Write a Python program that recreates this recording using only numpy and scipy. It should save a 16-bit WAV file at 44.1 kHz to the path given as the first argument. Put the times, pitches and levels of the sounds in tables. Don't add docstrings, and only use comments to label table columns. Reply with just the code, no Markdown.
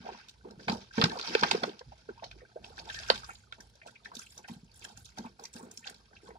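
import sys
import numpy as np
from scipy import signal
from scipy.fft import rfft, irfft
from scipy.io import wavfile

SR = 44100
rng = np.random.default_rng(int(sys.argv[2]) if len(sys.argv) > 2 else 0)


def waveform_to_disk(signal):
    frames = np.transpose(np.atleast_2d(signal))
    scaled = np.clip(frames, -1, 1) * 32767
    samples = np.round(scaled).astype(np.int16)
    wavfile.write(sys.argv[1], SR, samples)


N = 281358
TIME = np.arange(N) / SR

# t/s, length/s, churn level/dB, gurgle over churn/dB
GUSHES = [(0.0, 0.08, -65, -5), (0.034, 0.1, -57, -1), (0.436, 0.088, -54.5, -6), (0.581, 0.034, -54, -36),
          (0.67, 0.043, -38, -0.5), (0.972, 0.088, -35.5, -6), (1.109, 0.041, -49, 9.5),
          (1.233, 0.1, -59.5, 11.5), (1.273, 0.11, -44, -2.5), (1.412, 0.027, -36.5, -2),
          (1.513, 0.019, -34.5, -3), (1.617, 0.048, -44.5, 2), (2.075, 0.014, -57.5, -1.5),
          (2.22, 0.015, -61.5, 8.5), (2.33, 0.071, -63, -13), (2.58, 0.043, -58, -12),
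          (2.611, 0.14, -69.5, 9.5), (2.77, 0.14, -60, 1), (2.93, 0.26, -65.5, -3), (3.108, 0.013, -49, 3),
          (3.279, 0.034, -63, 5), (3.579, 0.011, -59.5, 1.5), (3.847, 0.037, -63, 2),
          (4.052, 0.12, -63.5, -0.5), (4.365, 0.016, -60, -1), (4.496, 0.042, -63, -2),
          (4.807, 0.092, -63, 0.5), (5.171, 0.044, -50.5, -10.5), (5.39, 0.022, -54, -9.5),
          (5.54, 0.15, -54.5, -9), (5.867, 0.058, -61, 1), (6.1, 0.036, -68, 4), (6.241, 0.086, -56, -16)]
GUSH_ATTACK_S, CHURN_FALL_DB_PER_S, GURGLE_FALL_DB_PER_S = 0.01, 199.5, 257
THIN_CHURN_DB, THIN_GURGLE_DB = -73.5, -77.5
# f/Hz, level/dB
CHURN_COLOUR = [(50, -38), (110, -16), (200, 5.5), (420, -8), (620, -9), (1200, -10)]
GURGLE_COLOUR = [(300, -24.5), (550, -7.5), (820, 4), (1100, -1.5), (1800, -8), (4000, -49)]

# t/s, level/dB, brightest f/Hz, length/s, build-up/s
SNAPS = [(0.6809,-23,2000,0.0053,0.00031), (0.683,-26.5,1150,0.024,0.0012),
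         (0.697,-20.5,4080,0.0019,0.00072), (0.9795,-27,1380,0.0078,0.00059),
         (1.0137,-10.5,3900,0.0028,0.00037), (1.018,-16,1280,0.008,0.0022), (1.039,-10,5440,0.004,0.0021),
         (1.053,-25,1230,0.0078,0.00051), (1.194,-28,1540,0.0031,0.00084),
         (1.3497,-14.5,2270,0.0035,0.00029), (1.426,-24,740,0.0018,.002), (1.4317,-11.5,1200,0.007,0.0043),
         (1.5115,-13,3100,0.0038,0.00026), (1.55,-29,1100,0.0045,0.0003), (1.633,-20.5,1090,0.0072,0.0012),
         (3.1007,-7,3970,0.0018,0.00023), (3.11,-31,1084,0.01,0.0024), (3.524,-33,2500,0.00093,0.00084)]
# f/Hz, level/dB
SNAP_COLOUR = [(100, -14.5), (300, -29), (480, 5.5), (1100, 5.5), (2200, 1.5), (3300, 0.5), (4900, 1.5),
               (6200, -14.5), (8500, -22), (12000, -47.5), (16000, -46.5)]
# t/s, level/dB, f/Hz
DENTS = [(1.3502, -15, 449), (1.4345, -23.5, 580), (1.514, -21.5, 890), (1.5465, -21, 429),
         (1.6373, -22.5, 578), (3.1009, -14, 529)]
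KNOCK_CYCLES, KNOCK_RING_DB, KNOCK_RING_T60_S = 3.3, -10, .045
# t/s, level/dB, brightest f/Hz, length/s
CREASES = [(0.717, -29, 4430, 0.0077), (0.811, -44.5, 4270, 0.0074), (1.057, -25.5, 3980, 0.00086),
           (1.095, -28.5, 3920, .004), (1.117, -29, 4300, 0.0018), (1.173, -32, 4630, 0.0007),
           (1.187, -25.5, 4560, .004), (1.1964, -30.5, 4850, 0.006), (1.212, -23.5, 4530, 0.0011),
           (1.225, -29, 4530, 0.0045), (1.245, -32, 4770, 0.0042), (1.2724, -26, 4630, 0.0039),
           (1.286, -28.5, 4770, 0.0064), (1.393, -27, 4600, 0.0045), (1.409, -23, 4600, 0.0037),
           (1.456, -38, 2600, 0.0021), (1.461, -31, 2300, 0.0027), (1.512, -12, 7740, 0.0026),
           (1.534, -36, 3320, 0.0037), (1.586, -41, 4900, .003), (1.692, -37, 3250, 0.0033),
           (1.792, -33.5, 4060, 0.0016), (2.2402, -34, 4140, 0.0062), (2.312, -34.5, 3000, 0.0035),
           (2.6427, -32.5, 2700, 0.0037), (2.788, -34, 3170, 0.0027), (2.794, -31, 4470, 0.0038),
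           (2.889, -36, 3840, 0.004), (2.9, -30, 3000, 0.0051), (2.944, -25, 4850, 0.0024),
           (2.988, -28.5, 4800, 0.0023), (3.032, -35, 3100, .005), (3.145, -30.5, 4780, 0.0051),
           (3.156, -31, 3420, 0.0044), (3.177, -36, 2600, 0.0014), (3.243, -34.5, 6100, 0.0086),
           (3.352, -41.5, 4200, 0.0052)]
# f/Hz, level/dB
CREASE_COLOUR = [(300, -5.5), (1500, -1.0), (5300, 0.5), (7000, -8.5), (12000, -21.0), (16000, -18.0)]
# f/Hz, level/dB, t60/s
WALL = [(1050, -1.5, .035), (1690, -8, 0.02), (2413, -6, 0.012), (3054, 0.5, .016), (3830, -3, 0.0066),
        (4300, -2.5, .025), (4823, 7.5, 0.013)]
WALL_LOSS_DB_PER_OCTAVE, SNAP_RING_DB, CREASE_RING_DB = 8, -10, -9.5

# t/s, level/dB, f/Hz
GLUGS = [(0.004, -48.5, 186), (0.576, -47, 168), (0.675, -45, 218), (0.696, -29, 198), (0.727, -33, 260),
         (0.979, -25.5, 236), (0.997, -26, 203), (1.037, -20.5, 159), (1.055, -38.5, 156),
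         (1.303, -40, 312), (1.431, -33.5, 170), (1.53, -44, 262), (1.63, -33.5, 275), (1.874, -50, 119),
         (4.167, -48, 243), (4.497, -42.5, 220), (4.514, -41, 183), (4.564, -47, 165), (4.632, -48.5, 171),
         (4.976, -52.5, 165), (5.191, -39, 227), (5.205, -39.5, 208), (5.251, -40.5, 230),
         (5.553, -44.5, 227), (5.631, -46, 240), (5.784, -58, 236)]
# f/Hz, level/dB, t60/s
TANK = [(126, -12, 0.08), (194.7, -12.5, 0.28), (230.7, -1, 0.094), (330, -10.5, 0.11), (378.6, -18, 0.064)]
# t/s, level/dB, f/Hz
BUBBLES = [(0.051, -40, 726), (0.063, -32, 715), (0.084, -41, 426), (0.089, -31.5, 833), (0.117, -43, 383),
           (0.146, -45, 960), (0.188, -54.5, 850), (0.452, -37.5, 398), (0.473, -43, 387),
           (0.517, -48, 416), (0.981, -27, 520), (1.164, -37.5, 520), (1.195, -39, 423), (1.432, -24, 765),
           (1.677, -30.5, 404), (1.809, -42, 493), (1.919, -43.5, 776), (2.088, -32.5, 425),
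           (2.176, -47, 910), (2.223, -38.5, 652), (2.256, -47, 695), (2.36, -50.5, 352), (2.417, -48, 495),
           (2.427, -51, 500), (2.559, -36.5, 463), (2.568, -49, 630), (2.70, -50.5, 440), (2.8, -43.5, 705),
           (2.854, -59, 770), (3.101, -25.5, 1010), (3.232, -41.5, 1260), (3.291, -44.5, 773),
           (3.752, -58.5, 582), (3.86, -43.5, 612), (3.885, -54, 623), (4.116, -41.5, 1000),
           (4.135, -50, 700), (4.37, -56, 595), (4.39, -49.5, 827), (4.445, -52.5, 710),
           (4.484, -41.5, 783), (4.978, -55.5, 770), (5.176, -39.5, 770), (5.184, -40.5, 768),
           (5.263, -41.5, 860), (5.393, -44, 780), (5.408, -50.5, 390), (5.438, -45.5, 890),
           (5.554, -53, 490), (5.597, -44, 870), (5.629, -48, 500), (5.66, -52.5, 490), (5.858, -45.5, 790),
           (5.897, -65, 830), (6.112, -57.5, 606), (6.231, -49, 382), (6.287, -45, 456),
           (6.304, -46.5, 790), (6.354, -45, 757)]
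BUBBLE_T60_S, BUBBLE_T60_POWER = .04, .2
TICK_DB, TICK_DB_PER_OCTAVE = -16, 11
SHED_DB, SHED_OCTAVES, SHED_DELAY_S = -10, 0.37, 0.018
# t/s, length/s, level/dB, f/Hz
SQUIRTS = [(0.447, 0.0089, -56.5, 990), (0.595, 0.013, -55, 1700), (0.907, 0.012, -57.5, 1460),
           (1.81, 0.008, -55, 990), (1.811, 0.008, -58, 1610), (2.088, 0.012, -53, 1360),
           (2.193, 0.013, -63.5, 2580), (2.223, 0.019, -56, 680), (2.228, 0.01, -51, 890),
           (2.232, 0.01, -55, 1740), (2.557, 0.027, -48, 612), (2.4, 0.026, -62.5, 1854),
           (2.777, 0.008, -50, 1560), (3.291, 0.013, -47, 1350), (3.296, 0.031, -53, 2080),
           (3.523, 0.0075, -50, 1373), (3.6, 0.014, -56, 1690), (3.815, 0.0081, -52, 2030),
           (3.832, 0.008, -60.5, 2390), (3.881, 0.0084, -54, 1380), (3.955, 0.011, -51, 2370),
           (4.057, 0.0036, -42, 1713), (4.063, 0.012, -63, 1680), (4.189, 0.014, -55, 1320),
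           (4.216, 0.0093, -61, 2780), (4.265, 0.0079, -55.5, 2570), (4.44, 0.021, -53.5, 1710),
           (4.441, 0.0067, -56.5, 2480), (4.483, 0.02, -58.5, 1846), (4.485, 0.0097, -56.5, 2960),
           (4.819, 0.014, -57, 2570), (4.968, 0.0117, -61, 1495), (5.118, 0.01, -68, 1850),
           (5.178, 0.022, -55.5, 1654), (5.24, 0.026, -48, 939), (5.255, 0.022, -63, 2370),
           (5.391, 0.0044, -57, 1250), (5.448, 0.021, -57, 2094), (5.627, 0.01, -51.5, 1110),
           (5.823, 0.025, -61, 1770), (5.841, 0.008, -50, 2610), (5.858, 0.01, -53, 1810),
           (5.892, 0.011, -52.5, 1576), (6.128, 0.011, -65, 1595), (6.162, 0.021, -59.5, 2714),
           (6.267, 0.046, -58.5, 1025), (6.303, .009, -58.5, 1890)]
SQUIRT_WIDTH_SHARE, SQUIRT_RISE_SHARE = .3, .08
BLIP_DB, BLIP_CYCLES, BLIP_RISE_SHARE = 6.5, 19, 0.081

# t/s, length/s, rustle level/dB, rub over rustle/dB, fine crinkle over rustle/dB
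SQUEEZES = [(-0.03, 0.23, -62, 1.5, -18.5), (0.589, 0.048, -59, -12, -16), (0.658, 0.082, -53, -27, -9),
            (0.785, 0.037, -56, -9.5, -29), (0.925, 0.075, -47.5, -5, -13), (0.979, 0.16, -55.5, -2, -4.5),
            (1.12, 0.43, -47.5, -2, -16), (1.596, 0.063, -55, 0, -11), (1.718, 0.54, -73, -2.5, -17),
            (2.208, 0.076, -63.5, -22, -36), (2.375, 0.012, -72, -1, -19), (2.62, 0.069, -62, -8, -6),
            (2.755, 0.048, -57.5, -10.5, -10), (2.827, 0.34, -52, -3, -5.5), (3.25, 0.04, -64, 2.5, 9.5)]
SQUEEZE_BUILD_SHARE, SQUEEZE_FALL_DB_PER_S = 0.38, 165.5
HOLDING_DB, HOLDING_CRINKLE_DB, HOLDING_SWING_DB = -83, -87, 6
CREASES_OVER_RUSTLE_DB, SLOSH_OVER_RUB_DB = -3.5, -2.5
# f/Hz, level/dB
RUB_COLOUR = [(700, -15), (1200, -7.5), (1750, -3.5), (2500, -1.5), (3300, 4.5), (6000, -56.5)]
RUSTLE_COLOUR = [(1800, -32.5), (2700, -12.5), (3500, -6), (4900, -3.5), (5700, -5), (6500, -14.5),
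                 (8000, -21), (12000, -46)]
CRINKLE_COLOUR = [(4500, -17.5), (7000, -4.5), (8200, -12.5), (10500, -15), (12000, -25.5), (15500, -37)]
# t/s, length/s, level/dB, f/Hz
SQUEAKS = [(1.1, 0.03, -47.5, 1710), (1.317, 0.021, -54, 1690), (1.568, .015, -53, 1700),
           (2.867, 0.043, -52, 803), (2.895, 0.021, -43.5, 1726), (2.941, 0.096, -50, 1788),
           (3.083, 0.028, -44.5, 1495), (3.134, 0.028, -52, 1495)]
SQUEAK_WIDTH_HZ, SQUEAK_SAG_SHARE = 225, 0.043

# t/s, length/s, fizz level/dB, fine spray over fizz/dB
SPURTS = [(3.53, 0.0047, -64.5, -15), (3.6, 0.01, -67.5, 1), (3.855, 0.014, -62.5, -9.5),
          (4.043, 0.0085, -62, -10), (4.132, 0.11, -64, -1.5), (4.26, 0.13, -72, 2),
          (4.474, 0.0059, -59, -3.5), (4.737, 0.11, -75.5, 7), (4.802, 0.085, -60, -9),
          (4.966, 0.007, -66, 5), (5.042, 0.029, -63.5, -8), (5.159, 0.084, -65, -8),
          (5.382, 0.098, -77, 4), (5.526, 0.06, -64, 3), (5.71, 0.073, -70, 6), (5.848, 0.034, -55, -18),
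          (5.938, 0.011, -69, -7), (6.14, 0.0092, -68, -21), (6.215, 0.034, -69.5, -2)]
SPURT_ATTACK_S, SPURT_FALL_DB_PER_S, TRICKLE_OVER_FIZZ_DB = 0.0045, 198, -4.5
# f/Hz, level/dB
SPILL_COLOUR = [(2200, -10.5), (3200, -1), (5300, 2.5), (6700, -6), (7800, -11), (12000, -47.5)]
SPRAY_COLOUR = [(4500, -37), (7000, 3), (8200, -1.5), (10500, -3), (12500, -15.5), (15500, -15)]
# t/s, level/dB, brightest f/Hz
SPLASHES = [(0.284, -37, 3440), (0.293, -36, 3600), (0.309, -47, 5100), (0.508, -41.5, 4500),
            (3.5232, -42.5, 3950), (3.6044, -35.5, 6070), (3.753, -48, 5430), (3.873, -40, 2900),
            (4.151, -28, 5700), (4.167, -30, 3720), (4.192, -29, 6100), (4.377, -32.5, 5900),
            (4.483, -36, 2730), (4.644, -52, 6500), (4.715, -48, 4500), (4.792, -39, 7740),
            (4.825, -45, 2590), (4.89, -40.5, 5270), (4.973, -35, 6060), (5.0533, -36.5, 6070),
            (5.183, -29.5, 4500), (5.395, -38, 4340), (5.437, -31.5, 5900), (5.453, -28, 5160),
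            (5.538, -33, 5770), (5.712, -35.5, 6700), (5.773, -27, 5600), (5.873, -49, 4670),
            (5.897, -31.5, 8550), (5.943, -41.5, 3850)]
# f/Hz, level/dB
SPLASH_COLOUR = [(300, 0.0), (1500, -17), (5500, -3.0), (8000, -8.0), (12000, -12.5), (16000, -17)]
DRIPS_DB = -77

# f/Hz, width/Hz, lift/dB
NECK = [(439, 94, 7), (780, 200, 6), (1618, 350, 4.5), (3070, 350, -1), (4430, 260, -2), (5030, 880, 3)]
# f/Hz, level/dB
SCATTER = [(100, -22.5), (300, 1.5), (700, -4.5), (1500, 7.5), (8000, 3)]
# f/Hz, level/dB
BALANCE_DB = [(60, -6.5), (200, 2.5), (380, -1), (700, -5), (1290, 3), (2380, 1.5), (4400, -5.5), (8100, 0),
              (15000, -6.5)]
LEFT_LAG_S, LAG_SPREAD_S, PAN_SPREAD_DB = .00034, .00014, 0.3
# t/s, length/s, level/dB
PUFFS = [(0.672, 0.05, -46.5), (1.006, 0.08, -54), (1.42, 0.05, -62.5), (1.842, 0.027, -51.5),
         (2.24, 0.14, -59.5), (2.546, 0.72, -59.5), (4.92, 0.098, -56.5)]
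PUFF_ATTACK_S, PUFF_FALL_DB_PER_S, BREEZE_DB, BREEZE_SWING_DB = 0.058, 114.5, -67.5, 4
# f/Hz, level/dB
BREEZE_COLOUR = [(18, -25.5), (35, -25), (55, 9), (80, 0.5), (110, 2), (160, -8), (300, -29.5), (800, -62)]
AIR_COLOUR = [(30, -23), (120, 7), (200, -3.5), (500, -16), (1500, -33), (4500, -10), (8000, -29),
              (11000, -24), (13000, -74)]
AIR_DB, CUTOFF_HZ = -71, 15600


def stream():
    s, length, db, gurgle_over_db = np.transpose(GUSHES)
    churn_db = swells(s, length, db, GUSH_ATTACK_S, CHURN_FALL_DB_PER_S, THIN_CHURN_DB)
    gurgle_db = swells(s, length, db + gurgle_over_db, GUSH_ATTACK_S, GURGLE_FALL_DB_PER_S, THIN_GURGLE_DB)
    churn = grains(per_s=400, low_hz=122.8, high_hz=614, cycles=9.8, spread_db=1.0)
    gurgle = plinks(per_s=260, low_hz=460, high_hz=1400, cycles=18, rise=.14, spread_db=2.5)
    return voiced(churn, CHURN_COLOUR, churn_db) + voiced(gurgle, GURGLE_COLOUR, gurgle_db)


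def wall_snaps():
    out = np.zeros((2, N))
    for s, db, hz, length, build_up in SNAPS:
        noise = burst(hz, length, build_up, focus_db=8.0, tail_db=-24.5, tail_t60=0.071)
        crack = peak_one(coloured(noise, SNAP_COLOUR))
        ring = from_db(SNAP_RING_DB) * wall_ring(hz, length)
        add(out, s, from_db(db + 1.0) * (crack + ring))
    return out


def dents():
    out, t = np.zeros((2, N)), TIME[:SR // 4]
    for s, db, hz in DENTS:
        arch = np.sin(np.pi * np.minimum(t * hz / KNOCK_CYCLES, 1))
        shove = np.sin(2 * np.pi * hz * t) * arch
        ring = ping(hz, KNOCK_RING_T60_S, rise=0, swell_cycles=0.79)
        add(out, s, from_db(db) * peak_one(shove + from_db(KNOCK_RING_DB) * ring))
    return out


def crackles():
    out = np.zeros((2, N))
    for s, db, hz, length in CREASES:
        tick = peak_one(burst(hz, length, build_up=0.00049, focus_db=24, tail_db=-22.5, tail_t60=.06))
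        ring = from_db(CREASE_RING_DB) * wall_ring(hz, length)
        add(out, s, from_db(db - 2.5) * (tick + ring))
    return coloured(out, CREASE_COLOUR)


def glugs():
    out = np.zeros((2, N))
    for s, db, hz in GLUGS:
        gulp = ping(hz, t60=0.046, rise=0.07, swell_cycles=0.3)
        boom = sum(from_db(level + rng.normal(0, 0.91)) * ping(f, t60, rise=0, swell_cycles=1.0)
                   for f, level, t60 in TANK)
        add(out, s, from_db(db) * (from_db(4.0) * gulp + from_db(-6.5) * boom))
    return out


def bubbles():
    out = np.zeros((2, N))
    for s, db, hz in BUBBLES:
        octaves = np.log2(hz / 1000)
        t60 = BUBBLE_T60_S * 2 ** (BUBBLE_T60_POWER * octaves)
        tone = ping(hz, t60, rise=.1, swell_cycles=.65)
        t = TIME[:len(tone)]
        froth = resonance(rng.standard_normal(len(t)), hz, hz * .5)
        froth = froth * from_db(-60 * t / 0.07) * (1 - np.exp(-t / .004))
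        tick = resonance(rng.standard_normal(len(t)), hz=1700, width_hz=800) * from_db(-60 * t / .04)
        tick_db = TICK_DB + TICK_DB_PER_OCTAVE * octaves
        plop = tone + from_db(-10) * peak_one(resonance(froth, hz, hz))
        add(out, s, from_db(db - 1.0) * (plop + from_db(tick_db) * peak_one(tick)))
        for delay, pitch in rng.random((3, 2)):
            shed_hz = hz * 2 ** (SHED_OCTAVES * (2 * pitch - 1))
            shed = ping(shed_hz, t60, rise=.1, swell_cycles=.65)
            add(out, s + SHED_DELAY_S * delay, from_db(db + SHED_DB) * shed)
    return out


def squirts():
    out = np.zeros((2, N))
    for s, length, db, hz in SQUIRTS:
        froth = rasp(hz, SQUIRT_WIDTH_SHARE * hz, length, SQUIRT_RISE_SHARE)
        blip = ping(hz, BLIP_CYCLES / hz, BLIP_RISE_SHARE, swell_cycles=2.0)
        add(out, s, from_db(db - 2.0) * froth)
        add(out, s + .25 * length, from_db(db + BLIP_DB) * blip)
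    return out


def grip():
    s, length, db, rub_over_db, crinkle_over_db = np.transpose(SQUEEZES)
    build_s, fall = SQUEEZE_BUILD_SHARE * length, SQUEEZE_FALL_DB_PER_S
    holding_db = HOLDING_DB + HOLDING_SWING_DB * np.tanh(drift(18))
    rub_db = swells(s, length, db + rub_over_db, build_s, fall, holding_db)
    rustle_db = swells(s, length, db, build_s, fall, holding_db)
    crinkle_db = swells(s, length, db + crinkle_over_db, build_s, fall, HOLDING_CRINKLE_DB)
    rub = grains(per_s=2400, low_hz=950, high_hz=2700, cycles=15, spread_db=3.6)
    rustle = grains(per_s=2600, low_hz=2600, high_hz=6500, cycles=22, spread_db=4.3)
    crinkle = grains(per_s=840, low_hz=6500, high_hz=15000, cycles=34, spread_db=2)
    slosh = plinks(per_s=230, low_hz=620, high_hz=2400, cycles=19, rise=.1, spread_db=3)
    creases = grains(per_s=110, low_hz=2400, high_hz=5500, cycles=5, spread_db=3)
    slips = voiced(rub, RUB_COLOUR, rub_db) + voiced(rustle, RUSTLE_COLOUR, rustle_db)
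    slips = slips + voiced(crinkle, CRINKLE_COLOUR, crinkle_db)
    fits = from_db(3.6 * drift(70) - 2.0)
    ticks = from_db(rustle_db + CREASES_OVER_RUSTLE_DB) * rms_one(through_wall(creases))
    return fits * slips + ticks + from_db(rub_db + SLOSH_OVER_RUB_DB) * rms_one(slosh)


def squeaks():
    out = np.zeros((2, N))
    for s, length, db, hz in SQUEAKS:
        add(out, s, from_db(db) * rasp(hz, SQUEAK_WIDTH_HZ, length, -SQUEAK_SAG_SHARE))
    return out


def spill():
    s, length, db, spray_over_db = np.transpose(SPURTS)
    fizz_db = swells(s, length, db, SPURT_ATTACK_S, SPURT_FALL_DB_PER_S, rest_db=-82)
    spray_db = swells(s, length, db + spray_over_db, SPURT_ATTACK_S, SPURT_FALL_DB_PER_S, rest_db=-115)
    trickle = plinks(per_s=420, low_hz=900, high_hz=3400, cycles=21, rise=.12, spread_db=2.8)
    fizz = grains(per_s=1400, low_hz=3100, high_hz=7200, cycles=40, spread_db=3.8)
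    spray = grains(per_s=900, low_hz=6470, high_hz=15000, cycles=30, spread_db=4.5)
    drops = voiced(trickle, RUB_COLOUR, fizz_db + TRICKLE_OVER_FIZZ_DB)
    drops = drops + voiced(fizz, SPILL_COLOUR, fizz_db) + voiced(spray, SPRAY_COLOUR, spray_db)
    return from_db(4.5 * drift(80)) * drops


def splashes():
    out = np.zeros((2, N))
    for s, db, hz in SPLASHES:
        spatter = burst(hz, length=0.003, build_up=0.001, focus_db=21, tail_db=-25, tail_t60=.06)
        add(out, s, from_db(db + 1.5) * peak_one(spatter))
    return coloured(out, SPLASH_COLOUR)


def drips():
    drops = plinks(per_s=22, low_hz=600, high_hz=4500, cycles=30, rise=.12, spread_db=3)
    return from_db(DRIPS_DB) * rms_one(drops)


def truck_bed(x, t60):
    t = TIME[:SR // 3]
    decay = from_db(-60 * t / t60) + from_db(-17.5 - 60 * t / 0.1)
    echoes = rng.standard_normal(len(t)) * decay * (t > .0008)
    echoes = echoes / np.sqrt(np.sum(echoes ** 2))
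    return coloured(signal.oaconvolve(x, echoes)[:N], SCATTER)


def light_breeze():
    level_db = swells(*np.transpose(PUFFS), PUFF_ATTACK_S, PUFF_FALL_DB_PER_S, BREEZE_DB)
    level_db = level_db + BREEZE_SWING_DB * np.tanh(drift(8.5))
    sides_db = np.array([[-1.5], [1.2]])
    return from_db(level_db + sides_db) * outdoors(BREEZE_COLOUR, own_db=-11.0)


def outdoors(colour, own_db):
    shared, own_left, own_right = [rms_one(coloured(w, colour)) for w in rng.standard_normal((3, N))]
    return rms_one(shared + from_db(own_db) * np.array([own_left, own_right]))


def through_neck(x):
    return x + sum((from_db(db) - 1) * resonance(x, hz, width) for hz, width, db in NECK)


def voiced(x, colour, level_db):
    return from_db(level_db) * rms_one(through_neck(coloured(x, colour)))


def wall_ring(hz, length):
    ring, t = np.zeros(SR // 5), TIME[:SR // 25]
    for (f, db, t60), delay in zip(WALL, rng.random(len(WALL))):
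        at = int(delay * abs(length) * SR / 2)
        level_db = db - WALL_LOSS_DB_PER_OCTAVE * abs(np.log2(f / hz))
        ring[at:at + len(t)] += np.sin(2 * np.pi * f * t) * from_db(level_db - 60 * t / t60)
    return peak_one(ring)


def through_wall(x):
    return sum(from_db(db) * resonance(x, hz, np.log(1000) / np.pi / t60) for hz, db, t60 in WALL)


def grains(per_s, low_hz, high_hz, cycles, spread_db):
    pitches, out = np.geomspace(low_hz, high_hz, num=10), np.zeros((2, N))
    for hz in pitches:
        lag, left, right = spots(count=3000)
        when, size, sign, chance = rng.random((4, len(lag)))
        born = chance < per_s * N / SR / len(pitches) / len(lag)
        height = born * np.sign(sign - .5) * from_db(spread_db * np.minimum(-np.log(size), 4))
        at = (when * N).astype(int)
        left_clicks = np.bincount(at + lag, height * left, N)[:N]
        right_clicks = np.bincount(at, height * right, N)
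        out += resonance(np.array([left_clicks, right_clicks]), hz, 2 * hz / cycles)
    return out


def plinks(per_s, low_hz, high_hz, cycles, rise, spread_db):
    out, turns = np.zeros((2, N + SR)), np.linspace(0, cycles, num=600)
    wave = np.sin(2 * np.pi * turns * (1 + rise * turns / cycles / 2))
    shape = wave * (1 - np.exp(-turns)) ** 2 * from_db(-60 * turns / cycles)
    lags = spots(count=3000)[0]
    chance, when, pitch, size = rng.random((len(lags), 4)).T
    hzs = low_hz * (high_hz / low_hz) ** pitch
    heights = from_db(spread_db * np.minimum(-np.log(size), 3))
    for k in np.flatnonzero(chance < per_s * N / SR / len(lags)):
        tone = heights[k] * np.interp(np.arange(0, cycles, hzs[k] / SR), turns, shape)
        at = int(when[k] * N)
        out[0, at + lags[k]:at + lags[k] + len(tone)] += tone
        out[1, at:at + len(tone)] += tone
    return out[:, :N]


def burst(hz, length, build_up, focus_db, tail_db, tail_t60):
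    t = TIME[:SR // 5]
    noise = rng.standard_normal(len(t))
    noise = rms_one(noise + from_db(focus_db) * resonance(noise, hz, hz / 3))
    onset = 1 - np.exp(-t / max(build_up, 1e-4))
    return noise * onset * (np.exp(-(t / length) ** 2) + from_db(tail_db - 60 * t / tail_t60))


def rasp(hz, width_hz, length, glide):
    t = TIME[:SR // 4]
    lowpass = signal.butter(2, np.clip(width_hz / 2, 10, 3000), fs=SR, output="sos")
    real, imaginary = signal.sosfilt(lowpass, rng.standard_normal((2, 2 * len(t))))[:, len(t):]
    phase = 2 * np.pi * hz * (t + glide * t * np.minimum(t / length, 4) / 2)
    swell = np.sqrt(t / length) * np.exp(-2 * (t / length) ** 2)
    swell = swell + .06 * from_db(-60 * t / .09) * np.minimum(t / length, 1)
    sound = (real * np.cos(phase) + imaginary * np.sin(phase)) * swell
    return sound / np.sqrt(np.sum(sound ** 2) / (length * SR))


def ping(hz, t60, rise, swell_cycles):
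    t = TIME[:SR // 4]
    phase = 2 * np.pi * hz * (t + rise * t * t / (2 * t60))
    swell = (1 - np.exp(-t * hz / swell_cycles)) ** 2
    return peak_one(np.sin(phase) * from_db(-60 * t / t60) * swell)


def swells(starts, lengths, levels_db, attack_s, fall_db_per_s, rest_db):
    t = TIME[::16]
    power = 0
    for s, length, db, attack in np.broadcast(starts, lengths, levels_db, attack_s):
        rise = np.clip((t - s) / attack, 0, 1)
        fall_db = fall_db_per_s * np.maximum(t - s - length, 0)
        power = power + (rise * from_db(db - fall_db)) ** 2
    return 10 * np.log10(np.interp(TIME, t, power) + from_db(rest_db) ** 2)


def drift(rate):
    knots = rng.standard_normal(2000)
    return np.interp(TIME * rate, np.arange(len(knots)), knots)


def spots(count):
    lag, pan = rng.standard_normal((count, 2)).T
    lag_s = np.maximum(LEFT_LAG_S + LAG_SPREAD_S * lag, 0)
    return np.round(lag_s * SR).astype(int), from_db(PAN_SPREAD_DB * pan), from_db(-PAN_SPREAD_DB * pan)


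def add(out, s, sound):
    left_lag = LEFT_LAG_S * np.exp(rng.normal(0, 0.16))
    for channel, lag in zip(out, (left_lag, 0)):
        at = max(round((s + lag) * SR), 0)
        channel[at:at + len(sound)] += sound[:N - at]


def coloured(x, points):
    hz, db = np.transpose(points)
    grid = np.maximum(np.fft.rfftfreq(4096, 1 / SR), 1)
    cepstrum = irfft(np.log(from_db(np.interp(np.log(grid), np.log(hz), db))))
    fold = np.r_[1, np.full(len(grid) - 2, 2), 1, np.zeros(len(grid) - 2)]
    response = np.array(irfft(np.exp(rfft(cepstrum * fold))), ndmin=x.ndim)
    return signal.oaconvolve(x, response, axes=-1)[..., :x.shape[-1]]


def resonance(x, hz, width_hz):
    r = np.exp(-np.pi * abs(width_hz) / SR)
    zeros = np.array([1, 0, -1]) * (1 - r * r) / 2
    poles = [1, -2 * r * np.cos(2 * np.pi * hz / SR), r * r]
    return signal.lfilter(zeros, poles, x + 1e-18)


def from_db(db):
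    return 10 ** (np.asarray(db) / 20)


def rms_one(x):
    return x / np.sqrt(np.mean(x ** 2) + 1e-20)


def peak_one(x):
    return x / np.max(np.abs(x))


def scene():
    fine = stream() + spill() + drips() + splashes() + grip() + crackles()
    hits = wall_snaps() + dents() + squeaks() + glugs() + bubbles() + squirts()
    scattered = from_db(-3.5) * fine + from_db(-7.5) * hits
    reflections = np.array([truck_bed(side, t60=0.0091) for side in scattered])
    left, right = from_db(-1) * fine + hits + reflections
    left = coloured(left, [(hz, db / 2) for hz, db in BALANCE_DB])
    right = coloured(right, [(hz, -db / 2) for hz, db in BALANCE_DB])
    air = from_db(AIR_DB) * outdoors(AIR_COLOUR, own_db=-7.5)
    return np.array([left, right]) + light_breeze() + air


def record(dry):
    steep = signal.ellip(10, .1, 80, CUTOFF_HZ, fs=SR, output="sos")
    return signal.sosfilt(steep, dry)


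dry = scene()
out = record(dry)
waveform_to_disk(out)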